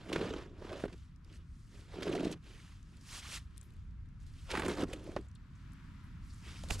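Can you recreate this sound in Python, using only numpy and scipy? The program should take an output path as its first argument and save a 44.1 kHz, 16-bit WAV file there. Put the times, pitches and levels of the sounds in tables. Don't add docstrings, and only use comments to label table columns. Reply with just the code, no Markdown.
import sys
import numpy as np
from scipy import signal
from scipy.fft import rfft, irfft, next_fast_len
from scipy.io import wavfile
from scipy.ndimage import uniform_filter1d, map_coordinates

SR = 44100
rng = np.random.default_rng(int(sys.argv[2]) if len(sys.argv) > 2 else 0)


def store_pcm(level_fs):
    pcm = np.round(np.clip(level_fs, -1, 1) * 32767).astype(np.int16)
    wavfile.write(sys.argv[1], SR, np.atleast_2d(pcm).T)


def natural_amplitude(level_db):
    exponent = np.asarray(level_db, float) / 20
    return 10 ** exponent


N = 299880


def unit(x):
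    return x / np.sqrt(np.mean(x ** 2) + 1e-20)


def even(gate):
    return gate / np.sqrt(np.abs(uniform_filter1d(gate ** 2, size=3000)) + 1e-9)


def along(points, hz):
    f, value = np.transpose(points)
    return np.interp(np.log(hz + 1), np.log(f + 1), value)


def curves(rows):
    s, *columns = np.transpose(rows)
    return [np.interp(np.arange(N) / SR, s, column) for column in columns]


def wobble(rate):
    knots = rng.standard_normal(int(N * rate / SR) + 4)
    return map_coordinates(knots, [np.arange(N) * rate / SR])


def filtered(x, response):
    m = next_fast_len(x.shape[-1] + 8192)
    return irfft(rfft(x, m) * response(np.fft.rfftfreq(m, 1 / SR)), m)[..., :x.shape[-1]]


def modes(table):
    def response(f):
        total = 0
        for k, (centre, width, db) in enumerate(table):
            resonance = 1j * f * width / (centre * centre - f * f + 1j * f * width)
            total = total + (-1) ** k * natural_amplitude(db) * resonance
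        return total
    return response


def spread(pair, alike):
    def mid_side(hz):
        turn = np.arccos(np.clip(along(alike, hz), -1, 1)) / 2
        return np.array([np.cos(turn), np.sin(turn)])
    mid, side = filtered(pair, mid_side)
    return np.array([mid + side, mid - side])


def panned(pair, lr_db):
    return pair * natural_amplitude([[lr_db / 2], [-lr_db / 2]])


def rush(spectrum, grain=1, patchy_db=1):
    z = signal.stft(grain * rng.standard_normal((2, N)), nperseg=256)[2]
    field = uniform_filter1d(rng.standard_normal(z.shape[1:]), size=7, axis=0)
    field = uniform_filter1d(field, size=5, axis=1)
    pair = signal.istft(z * natural_amplitude(patchy_db * unit(field)), nperseg=256)[1][:, :N]
    return unit(filtered(pair, lambda hz: natural_amplitude(along(spectrum + [(20000, -120)], hz))))


def slips(rate, scatter_db, life_s):
    scatter = np.clip(rng.standard_normal(N), -2, 2)
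    starts = (rng.random(N) < rate / SR) * natural_amplitude(scatter_db * scatter)
    slow, fast = np.exp(-1 / (life_s * SR)), np.exp(-3 / (life_s * SR))
    return unit(signal.lfilter([1], np.convolve([1, -slow], [1, -fast]), starts))


# (frequency [Hz], width [Hz], level [dB])
BLADE_MODES = [(121, 27, -11.5), (180, 22, -5), (296, 62.5, -4), (388, 119, 1.5), (418, 172, -3)]
# (frequency [Hz], width [Hz], level [dB])
RIB_MODES = [(532, 148, 4), (792, 218, 5.5), (870, 197, 5), (1510, 700, -7)]
# (frequency [Hz], density [dB per Hz])
SLUSH_SPECTRUM = [(400, -42), (700, -8), (1100, 3.5), (1600, 2.5), (3200, 4.5), (5000, -4), (7500, -12.5),
                  (11000, -50)]
# (frequency [Hz], density [dB per Hz])
POWDER_SPECTRUM = [(2500, -20), (4500, -4.5), (7500, -7.5), (10000, -9), (12500, -15.5), (15000, -14)]
# (frequency [Hz], left-right likeness [0..1])
NEAR = [(30, .95), (130, .97), (500, .975), (1500, .97), (3000, .95), (6000, .9), (10000, .78), (13500, .2)]


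def shovel():
    shake_db, ribs_db, slush_db, powder_db = motion()
    contact = np.clip((shake_db - slush_db) / 12, 0, 1) * np.clip((shake_db + 56) / 12, .15, 1)
    grit = slips(rate=320, scatter_db=5, life_s=.0022)
    fine_grit = slips(rate=600, scatter_db=4, life_s=.001)
    grain = even(1 + contact * grit + .15 * fine_grit)
    grain = grain * even(natural_amplitude(2.2 * contact * wobble(55)))

    force = even(1.2 + grit) * rng.standard_normal((2, N))
    bending = unit(filtered(force, lambda f: modes(BLADE_MODES)(f) / (1 + (f / 600) ** 4)))
    ribs = unit(filtered(force, lambda f: modes(RIB_MODES)(f) / (1 + (400 / (f + 1)) ** 4)))
    slush = natural_amplitude(slush_db + 1.5) * rush(SLUSH_SPECTRUM, grain, patchy_db=2.8)
    powder = natural_amplitude(powder_db) * rush(POWDER_SPECTRUM, grain, patchy_db=1.5)
    body = natural_amplitude(shake_db) * bending + natural_amplitude(ribs_db) * ribs + slush + powder
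    return spread(body, NEAR) + natural_amplitude(slush_db - 2) * contact * grit_rings()


def swell(peak_s, rise_s, fall_s, db):
    u = np.arange(N) / SR - peak_s
    roundness = np.where(u < 0, 1.8, 2.4)
    return db - 20 * (np.abs(u) / np.where(u < 0, rise_s, fall_s)) ** roundness


# (time [s], pressure [dB], speed [dB])
STROKES = [
    [(0.0, -51, -63), (0.05, -58, -65), (0.1, -42, -58.5), (0.16, -39.5, -52), (0.25, -47, -50.5),
     (0.36, -42, -56), (0.42, -51, -57.5), (0.52, -54.5, -76.5), (0.58, -61, -69)],
    [(0.58, -57, -69.5), (0.64, -53.5, -61.5), (0.74, -44.5, -56.5), (0.8, -52.5, -57), (0.83, -56, -60.5),
     (0.865, -38.5, -90), (0.9, -66, -64), (0.94, -51, -73), (0.98, -79, -94)],
    [(1.88, -101, -70.5), (1.94, -58, -58.5), (1.99, -44.5, -59), (2.06, -40.5, -52.5),
     (2.15, -35.5, -51.5), (2.26, -41, -56.5), (2.33, -42.5, -57), (2.35, -50, -70), (2.38, -62, -75)],
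]
# (time [s], pressure [dB], speed [dB])
LATER_STROKES = [
    [(4.46, -91, -76), (4.497, -66, -54), (4.51, -47.5, -50.5), (4.58, -45, -49), (4.64, -42, -54.5),
     (4.69, -37.5, -48), (4.76, -46, -53), (4.825, -34.5, -46), (4.845, -41, -55)],
    [(4.845, -43, -70), (4.92, -51, -59), (4.97, -48.5, -65.5), (5.01, -51.5, -67), (5.09, -54, -63),
     (5.18, -51, -69), (5.2, -47.5, -73), (5.27, -86, -73.5)],
    [(6.64, -70, -67), (6.68, -61, -73), (6.71, -42, -47.5), (6.73, -75, -55), (6.76, -51, -57.5),
     (6.78, -65, -76), (6.8, -47, -51.5)],
]
DRY_DB = [-13.5, -9.5, -8.5, -5.5, -3.5, 4.5]
RIB_DB = [3.5, 3.7, 1.8, 4.9, 2.6, 2.9]
# (peak [s], rise [s], fall [s], hiss [dB], powder over slush [dB])
DRAGS = [
    (1.3, 0.078, 0.17, -69, -8),
    (1.76, 0.083, 0.2, -65.5, -3),
    (2.47, 0.056, 0.2, -64.5, -5),
    (2.97, 0.22, 0.13, -72.5, 0),
    (3.7, 0.36, 0.25, -77, -3),
    (6.46, 0.06, 0.14, -66.5, 2.5),
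]
# (peak [s], rise [s], fall [s], hiss [dB], powder over slush [dB])
THROWS = [(0.14, 0.17, 0.11, -70, 6.5), (0.82, 0.041, 0.058, -59, -4), (0.95, 0.15, 0.2, -71.5, -2),
          (2.62, 0.23, 0.24, -65.5, -1.5), (3.17, 0.14, 0.05, -50, 2.5), (3.35, 0.098, 0.049, -48, 2),
          (3.59, 0.21, 0.089, -75, -5), (4.46, 0.25, 0.22, -67, 1), (3.41, .04, 0.079, -80, 7),
          (4.22, .03, 0.037, -76, 4.5), (4.275, .02, 0.038, -73, 4.5), (5.6, 0.11, 0.097, -79, -0.5),
          (6.27, 0.07, 0.41, -78, 10.5), (6.6, 0.25, 0.3, -65, 3.5), (6.49, 0.075, 0.18, -55, -14),
          (1.355, 0.038, 0.032, -68.5, 3.5), (1.63, 0.26, 0.32, -83.5, 10), (3.27, 0.12, 0.15, -52.5, -2),
          (6.732, 0.029, 0.036, -55, 12), (6.8, 0.03, .1, -58, 10.5)]


def motion():
    t, parts = np.arange(N) / SR, []
    for rows, dry_db, rib_db in zip(STROKES + LATER_STROKES, DRY_DB, RIB_DB):
        off_db = np.where((t >= rows[0][0]) & (t < rows[-1][0]), 0, -200)
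        press, speed = np.array(curves(rows)) + off_db
        ribs = rib_db + 0.91 * speed + (1 - 0.91) * press
        parts.append([press, ribs, speed, speed + dry_db])
    for table, shake_db, rib_db in [(DRAGS, 4, -8.5), (THROWS, -18.5, -17)]:
        for peak_s, rise_s, fall_s, db, dry_db in table:
            offsets = np.array([[shake_db], [rib_db], [0], [dry_db]])
            parts.append(swell(peak_s, rise_s, fall_s, db) + offsets)
    power = sum(natural_amplitude(np.array(part, np.float32)) ** 2 for part in parts)
    return 10 * np.log10(power + 1e-11)


def grit_rings():
    count = int(260 * N / SR)
    u, g = rng.random((count, 3)), rng.standard_normal(count)
    hz = np.clip(1900 * np.exp(.75 * g), 450, 9000)[:, None]
    t = np.arange(600) / SR
    decay = natural_amplitude(-5 * np.log(u[:, 1:2] + .01) - 30 * t * hz / 7)
    ring = decay * np.sin(2 * np.pi * hz * t) * (1 - np.exp(-t * hz))
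    at = (u[:, :1] * N).astype(int) + np.arange(len(t))
    return unit(np.bincount(at.ravel(), ring.ravel())[:N])


def knocks(table, low, lead):
    out, t = np.zeros(N + SR), np.arange(SR // 8) / SR
    for s, db, hz, t60 in table:
        ring = np.sin(2 * np.pi * hz * t) + low * np.sin(2 * np.pi * 0.625 * hz * t)
        ring = ring * natural_amplitude(-60 * t / t60) * (1 - np.exp(-(t * hz) ** 3))
        ring = ring + lead * np.sin(2 * np.pi * 1050 * t) * natural_amplitude(-50 * t / t60)
        out[round((s + .0012) * SR):][:len(t)] += natural_amplitude(db - 1.0) * ring / np.abs(ring).max()
    return out[:N]


# (time [s], peak [dB], frequency [Hz], t60 [s])
KNOCKS = [(0.117, -26, 430, 0.0069), (0.131, -24, 340, 0.016), (0.159, -18, 370, 0.01),
          (0.17, -33, 160, 0.098), (0.201, -26, 373, 0.014), (0.23, -31.5, 183, 0.18),
          (0.21, -23, 388, 0.016), (0.304, -27.5, 437, 0.073), (0.36, -29, 298, 0.016),
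          (0.617, -34.5, 370, 0.016), (0.645, -35.5, 332, 0.022), (0.713, -32.5, 597, 0.084),
          (0.836, -29, 667, 0.016), (0.839, -40, 320, 0.018), (0.856, -28, 443, 0.0093),
          (0.879, -41, 272, 0.023), (2.069, -27.5, 374, 0.018), (2.229, -25.5, 327, 0.046),
          (2.24, -45, 193, 0.07), (2.253, -35, 294, 0.04), (2.27, -34, 296, 0.03),
          (2.299, -28.5, 309, 0.067), (4.573, -26.5, 340, 0.05), (4.591, -25.5, 330, 0.02),
          (4.633, -27, 380, 0.015), (4.661, -24.5, 357, 0.019), (4.679, -27.5, 353, 0.05),
          (4.699, -26.5, 370, 0.032), (4.833, -34, 332, 0.022), (4.851, -33, 250, 0.025),
          (4.932, -31.5, 523, 0.044), (5.087, -32, 326, 0.026), (5.162, -21, 542, 0.012),
          (6.636, -35.5, 554, 0.0085)]
# (time [s], peak [dB], frequency [Hz], t60 [s])
SHUDDERS = [(0.088, -43, 348, 0.027), (0.191, -35, 355, 0.033), (0.223, -29.5, 427, 0.054),
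            (0.249, -31.5, 470, 0.037), (0.265, -33, 267, 0.033), (0.334, -42, 315, 0.033),
            (0.389, -44, 336, 0.028), (1.938, -39, 406, 0.019), (1.966, -37, 380, 0.028),
            (1.984, -34, 286, 0.03), (2.009, -39, 246, 0.026), (2.052, -30, 398, 0.037),
            (2.076, -29, 402, 0.056), (2.091, -27.5, 351, 0.054), (2.116, -39, 339, 0.019),
            (2.129, -28.5, 296, 0.048), (2.149, -35, 423, 0.05), (2.162, -24.5, 394, 0.032),
            (2.175, -37, 403, 0.038), (2.194, -32, 310, 0.038), (2.208, -28, 313, 0.025),
            (2.314, -40, 280, 0.03), (2.334, -43, 293, 0.022), (4.538, -32.5, 370, 0.03),
            (4.738, -34, 384, 0.03), (4.78, -38, 277, 0.03), (4.799, -39, 444, 0.028),
            (4.886, -40, 291, 0.02), (5.034, -42, 336, 0.031), (5.059, -39, 360, 0.037)]
# (time [s], peak [dB], frequency [Hz], t60 [s])
RIB_HITS = [(0.62, -42, 595, 0.025), (0.668, -45, 1010, 0.03), (0.704, -40, 637, 0.032),
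            (0.752, -35, 580, 0.03), (0.766, -40, 560, 0.034), (0.789, -47, 546, 0.03),
            (0.849, -33, 494, 0.036), (1.939, -56, 635, 0.035), (1.981, -40.5, 600, 0.028),
            (2.025, -35, 516, 0.025), (2.067, -25, 504, 0.013), (2.111, -34, 560, 0.058),
            (2.148, -30.5, 696, 0.068), (2.169, -41, 514, 0.024), (2.203, -36.5, 610, 0.03),
            (2.229, -32, 635, 0.03), (2.255, -33.5, 662, 0.046), (2.295, -39, 517, 0.034),
            (4.536, -32, 870, 0.053), (4.559, -43, 790, 0.037), (4.588, -35, 870, 0.057),
            (4.644, -33.5, 604, 0.042), (4.71, -44, 550, 0.043), (4.911, -38, 473, 0.025),
            (5.006, -49, 500, 0.033), (5.073, -40, 560, .03), (5.092, -43, 620, 0.031),
            (5.125, -49, 503, .03), (5.168, -30.5, 395, 0.017)]


def blows():
    hard = knocks(KNOCKS, low=0.67, lead=0.025)
    return hard + knocks(SHUDDERS, low=0.14, lead=0) + knocks(RIB_HITS, low=0, lead=0)


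# (time [s], peak [dB], frequency [Hz])
JOLTS = [
    (0.84, -23, 318),
    (2.255, -21, 280),
    (2.271, -21.5, 285),
    (4.834, -18, 310),
]


def jolts():
    t, out = np.arange(N) / SR, 0
    for s, db, hz in JOLTS:
        envelope = np.exp(-((t - s) * hz / .5) ** 2)
        out = out + natural_amplitude(db + 0.5) * np.sin(2 * np.pi * hz * (t - s)) * envelope
    return out


def cracks(table, width, rise_s):
    out, t = np.zeros((2, N + SR)), np.arange(SR // 8) / SR
    for s, db, treble_db, hz, t60, lr_db in table:
        puff = rng.standard_normal((2, len(t))) * natural_amplitude(-60 * t / t60) * (1 - np.exp(-t / rise_s))
        pitch = modes([(hz, width * hz, 0)])
        treble = modes([(7000, 6000, (treble_db + 3) / 2)])
        crack = spread(filtered(puff, lambda f: pitch(f) ** 2 + treble(f) ** 2), NEAR)
        out[:, round((s + .0002) * SR):][:, :len(t)] += panned(natural_amplitude(db) * crack / np.abs(crack).max(), lr_db)
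    return out[:, :N]


# (time [s], peak [dB], centre [Hz], treble [dB])
CATCHES = [(0.116, -38, 1160, -32), (0.1271, -26.5, 2400, -26), (0.158, -26.5, 1540, -38),
           (0.1888, -41, 1480, -28), (0.2093, -35, 1540, -34), (0.2892, -44, 2850, -29),
           (0.836, -33.5, 1180, -51), (0.852, -42, 1790, -19), (0.879, -44, 1290, -42),
           (0.9264, -47.5, 2320, -43), (2.021, -34.5, 1730, -26), (2.0283, -30.5, 3080, -47),
           (2.07, -36, 1460, -43), (2.15, -35.5, 2620, -34), (2.163, -41, 2390, -31),
           (2.203, -51, 2600, -26), (2.228, -43, 2780, -26), (2.2458, -34.5, 3080, -42),
           (2.2664, -40, 1850, -28), (2.313, -40, 7200, 7), (2.3234, -36, 3320, -30),
           (5.1625, -29.5, 990, -48)]
# (time [s], peak [dB], centre [Hz], treble [dB])
ICY_CATCHES = [(4.502, -31.5, 2060, -30), (4.507, -40, 6000, -6), (4.513, -27, 2380, -38),
               (4.538, -32, 1400, -34), (4.571, -23.5, 1300, -24), (4.594, -27, 1230, -20),
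               (4.6307, -31, 1370, -32), (4.66, -32, 1500, -15), (4.68, -29.5, 1330, -13.5),
               (4.693, -36, 2360, -19), (4.778, -46, 2570, -14), (4.811, -34.5, 1420, -23),
               (4.8325, -38.5, 1310, -17), (4.886, -62, 9000, -10), (4.929, -35.5, 2300, -27)]
# (time [s], peak [dB], centre [Hz], treble [dB])
GRIT_CATCHES = [(0.2452, -43, 1620, -25), (0.306, -45, 3110, -30), (0.3616, -53, 1390, -30),
                (0.384, -49, 2270, -30), (0.4094, -47, 1890, -25), (0.6212, -44.5, 1210, -36),
                (0.667, -45, 1520, -30), (0.7013, -41, 1540, -32), (0.7194, -46, 1490, -30),
                (0.751, -52, 1310, -36), (0.81, -50, 1880, -30), (2.0068, -44, 1770, -36),
                (2.0774, -32, 1640, -36), (2.09, -42, 1510, -30), (2.1281, -40, 1660, -35),
                (2.211, -48, 2690, -32), (2.277, -40, 2670, -30), (2.2974, -49, 1330, -23),
                (4.551, -23, 1450, -37), (4.5588, -28, 1510, -39), (4.6196, -27.5, 1370, -30),
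                (4.7158, -43, 2280, -30), (4.7336, -42, 2090, -28), (4.8252, -39, 1460, -30)]
# (time [s], peak [dB], centre [Hz], left-right [dB])
LUMPS = [
    (6.635, -40, 3300, 1),
    (6.6862, -38.5, 3700, 6),
    (6.7036, -30.5, 2180, -11),
    (6.7216, -32, 5900, -2),
    (6.7944, -42, 3660, 10),
]
# (time [s], peak [dB], centre [Hz], left-right [dB])
TICKS = [(1.1596, -63, 5890, 13), (1.246, -51.5, 5160, -1), (2.031, -59, 5230, -2), (2.4409, -58, 3580, -5),
         (2.828, -56, 6400, 11), (2.969, -50.5, 4360, .5), (3.011, -50, 5200, 1), (3.562, -58, 5490, -2),
         (3.571, -55, 9470, 7), (3.577, -53, 3600, 12), (3.612, -50, 8000, 24), (3.629, -57, 7840, 12),
         (3.6286, -52, 3700, 10), (5.313, -58, 5300, -1), (3.572, -52, 2100, 3), (5.118, -51, 2500, 0),
         (5.04, -54, 10000, 12), (5.72, -57.5, 7400, 5), (5.733, -58, 10000, 20), (6.3444, -53, 7160, -2),
         (6.706, -42, 11000, -4),
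         (0.9787, -55, 4810, 1.0), (1.3264, -52, 4770, 0.0), (1.8028, -52, 5150, 0.5),
          (3.5105, -67, 5670, 0.5), (3.7044, -59, 4000, 8), (3.7214, -65, 7890, 6),
          (3.7364, -58, 11800, 10), (3.765, -63, 4010, 5), (3.8774, -77, 4680, 3.5),
          (3.9086, -67, 5270, 11), (4.0582, -66, 4130, 12), (4.0872, -66, 5470, 7),
          (4.2019, -61, 6270, 0.5), (4.265, -52, 4440, 2), (4.3376, -54, 5260, 0.5),
          (5.2111, -55, 4400, 0.5)]


def crackle():
    edge = []
    for rows, t60 in [(CATCHES, .04), (ICY_CATCHES, .037), (GRIT_CATCHES, .021)]:
        edge += [(s, db, treble_db, hz, t60, -0.5) for s, db, hz, treble_db in rows]
    lumps = [(s, db, -10, hz, .012, lr_db) for s, db, hz, lr_db in LUMPS]
    ticks = [(s, db, -9.5, hz, .012, lr_db) for s, db, hz, lr_db in TICKS]
    return cracks(edge + lumps, width=1.31, rise_s=.002) + cracks(ticks, width=0.43, rise_s=.00056)


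# (time [s], peak [dB], centre [Hz], t60 [s])
PUFFS = [
    (3.632, -56, 12200, 0.19),
    (5.283, -58.5, 7500, .03),
    (5.35, -54, 7750, 0.016),
    (5.354, -53, 3880, .04),
    (5.55, -64, 6500, .12),
    (6.035, -64, 10500, 0.12),
    (6.298, -54, 4530, 0.076),
    (6.335, -55, 8000, .05),
    (6.365, -68, 5000, .05),
]
# (time [s], peak [dB], treble [dB], centre [Hz], t60 [s], left-right [dB])
SNAPS = [
    (3.5787, -39, -18, 9200, .005, 22),
    (4.9322, -33, -8, 3200, .035, 0),
    (5.1632, -39, -16, 4000, .008, 0),
]


def crumbs():
    soft = [(s, db, -25, hz, t60, 2.5) for s, db, hz, t60 in PUFFS]
    return cracks(soft, width=.45, rise_s=.002) + cracks(SNAPS, width=.7, rise_s=.00015)


# (time [s], level [dB], frequency [Hz], t60 [s]); minus Hz pushes inward first
THUMP = [
    (6.7062, -26, -40, 0.11),
    (6.7083, -18, -2700, 0.0045),
    (6.7015, -33, 700, 0.012),
    (6.7195, -25.5, 90, 0.03),
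]


def thump():
    t, out = np.arange(N) / SR, 0
    for s, db, hz, t60 in THUMP:
        u = np.maximum(t - s, 0)
        out = out + natural_amplitude(db) * np.sin(2 * np.pi * hz * u) * natural_amplitude(-60 * u / t60)
    return out * natural_amplitude([[-3.5], [3]])


# (time [s], traffic [dB], car [dB])
STREET = [(0, -50, -77), (0.5, -48.5, -75), (1.1, -50.5, -73.5), (1.6, -50, -74.5), (2.8, -52, -72.5),
          (3.6, -49.5, -73), (4.1, -46.5, -73), (4.4, -45.5, -72.5), (5.35, -49, -70.5), (5.7, -49, -65),
          (6.5, -47, -67), (6.8, -40, -61)]
# (frequency [Hz], density [dB per Hz])
RUMBLE_SPECTRUM = [(15, -27), (28, -4), (50, -2), (95, -4.5), (130, -11.5), (180, -25)]
# (frequency [Hz], density [dB per Hz])
ENGINE_SPECTRUM = [(90, -37), (140, -2.5), (200, -8.5), (270, -14.5), (380, -33), (500, -67), (600, -43),
                   (850, -40), (1200, -75)]
# (frequency [Hz], density [dB per Hz])
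TYRE_SPECTRUM = [(700, -17.5), (820, -15), (950, -3.5), (1300, -0.5), (1800, -4.5), (4000, -14.5),
                 (9500, -26.5), (15000, -26.5)]
# (frequency [Hz], left-right likeness [0..1])
FAR = [(30, .82), (70, .985), (130, .94), (200, .95), (400, .96), (700, .7), (1500, .65), (3000, .5),
       (6000, .58), (13000, .15)]


def street():
    rumble_db, tyres_db = curves(STREET)
    engines_db = 6 + 0.7 * tyres_db + (1 - 0.7) * rumble_db
    rumble = natural_amplitude(rumble_db + 0.23 * wobble(6)) * rush(RUMBLE_SPECTRUM)
    engines = natural_amplitude(engines_db + 0.21 * wobble(7)) * rush(ENGINE_SPECTRUM)
    tyres = natural_amplitude(tyres_db + 1.5 + .6 * wobble(4)) * rush(TYRE_SPECTRUM, patchy_db=.7)
    return spread(rumble + engines, FAR) + panned(spread(tyres, FAR), 3.5)


def scene():
    return shovel() + blows() + jolts() + crackle() + crumbs() + thump() + street()


def band_limit(x):
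    return signal.sosfilt(signal.butter(12, 15690, fs=SR, output="sos"), x)


# (frequency [Hz], left-right [dB])
PORTS = [(150, 0), (350, -1.5), (750, -3), (1500, -2), (3000, -1), (6000, -.5), (10000, 1.5), (13500, 4.5)]
# (frequency [Hz], lead of the left [rad])
LEAD = [(300, 0), (1400, -.15), (3000, -.55), (6000, -.4), (10000, -.1)]
# (frequency [Hz], level [dB])
CAPSULE = [(8000, -2), (12000, -6.5), (14500, -17), (15500, -29), (16000, -60)]


def record(dry):
    half = np.array([[.5], [-.5]])

    def response(hz):
        level_db = half * along(PORTS, hz) + along(CAPSULE, hz)
        return natural_amplitude(level_db) * np.exp(1j * half * along(LEAD, hz))
    return band_limit(filtered(dry, response))


dry = scene()
out = record(dry)
store_pcm(out)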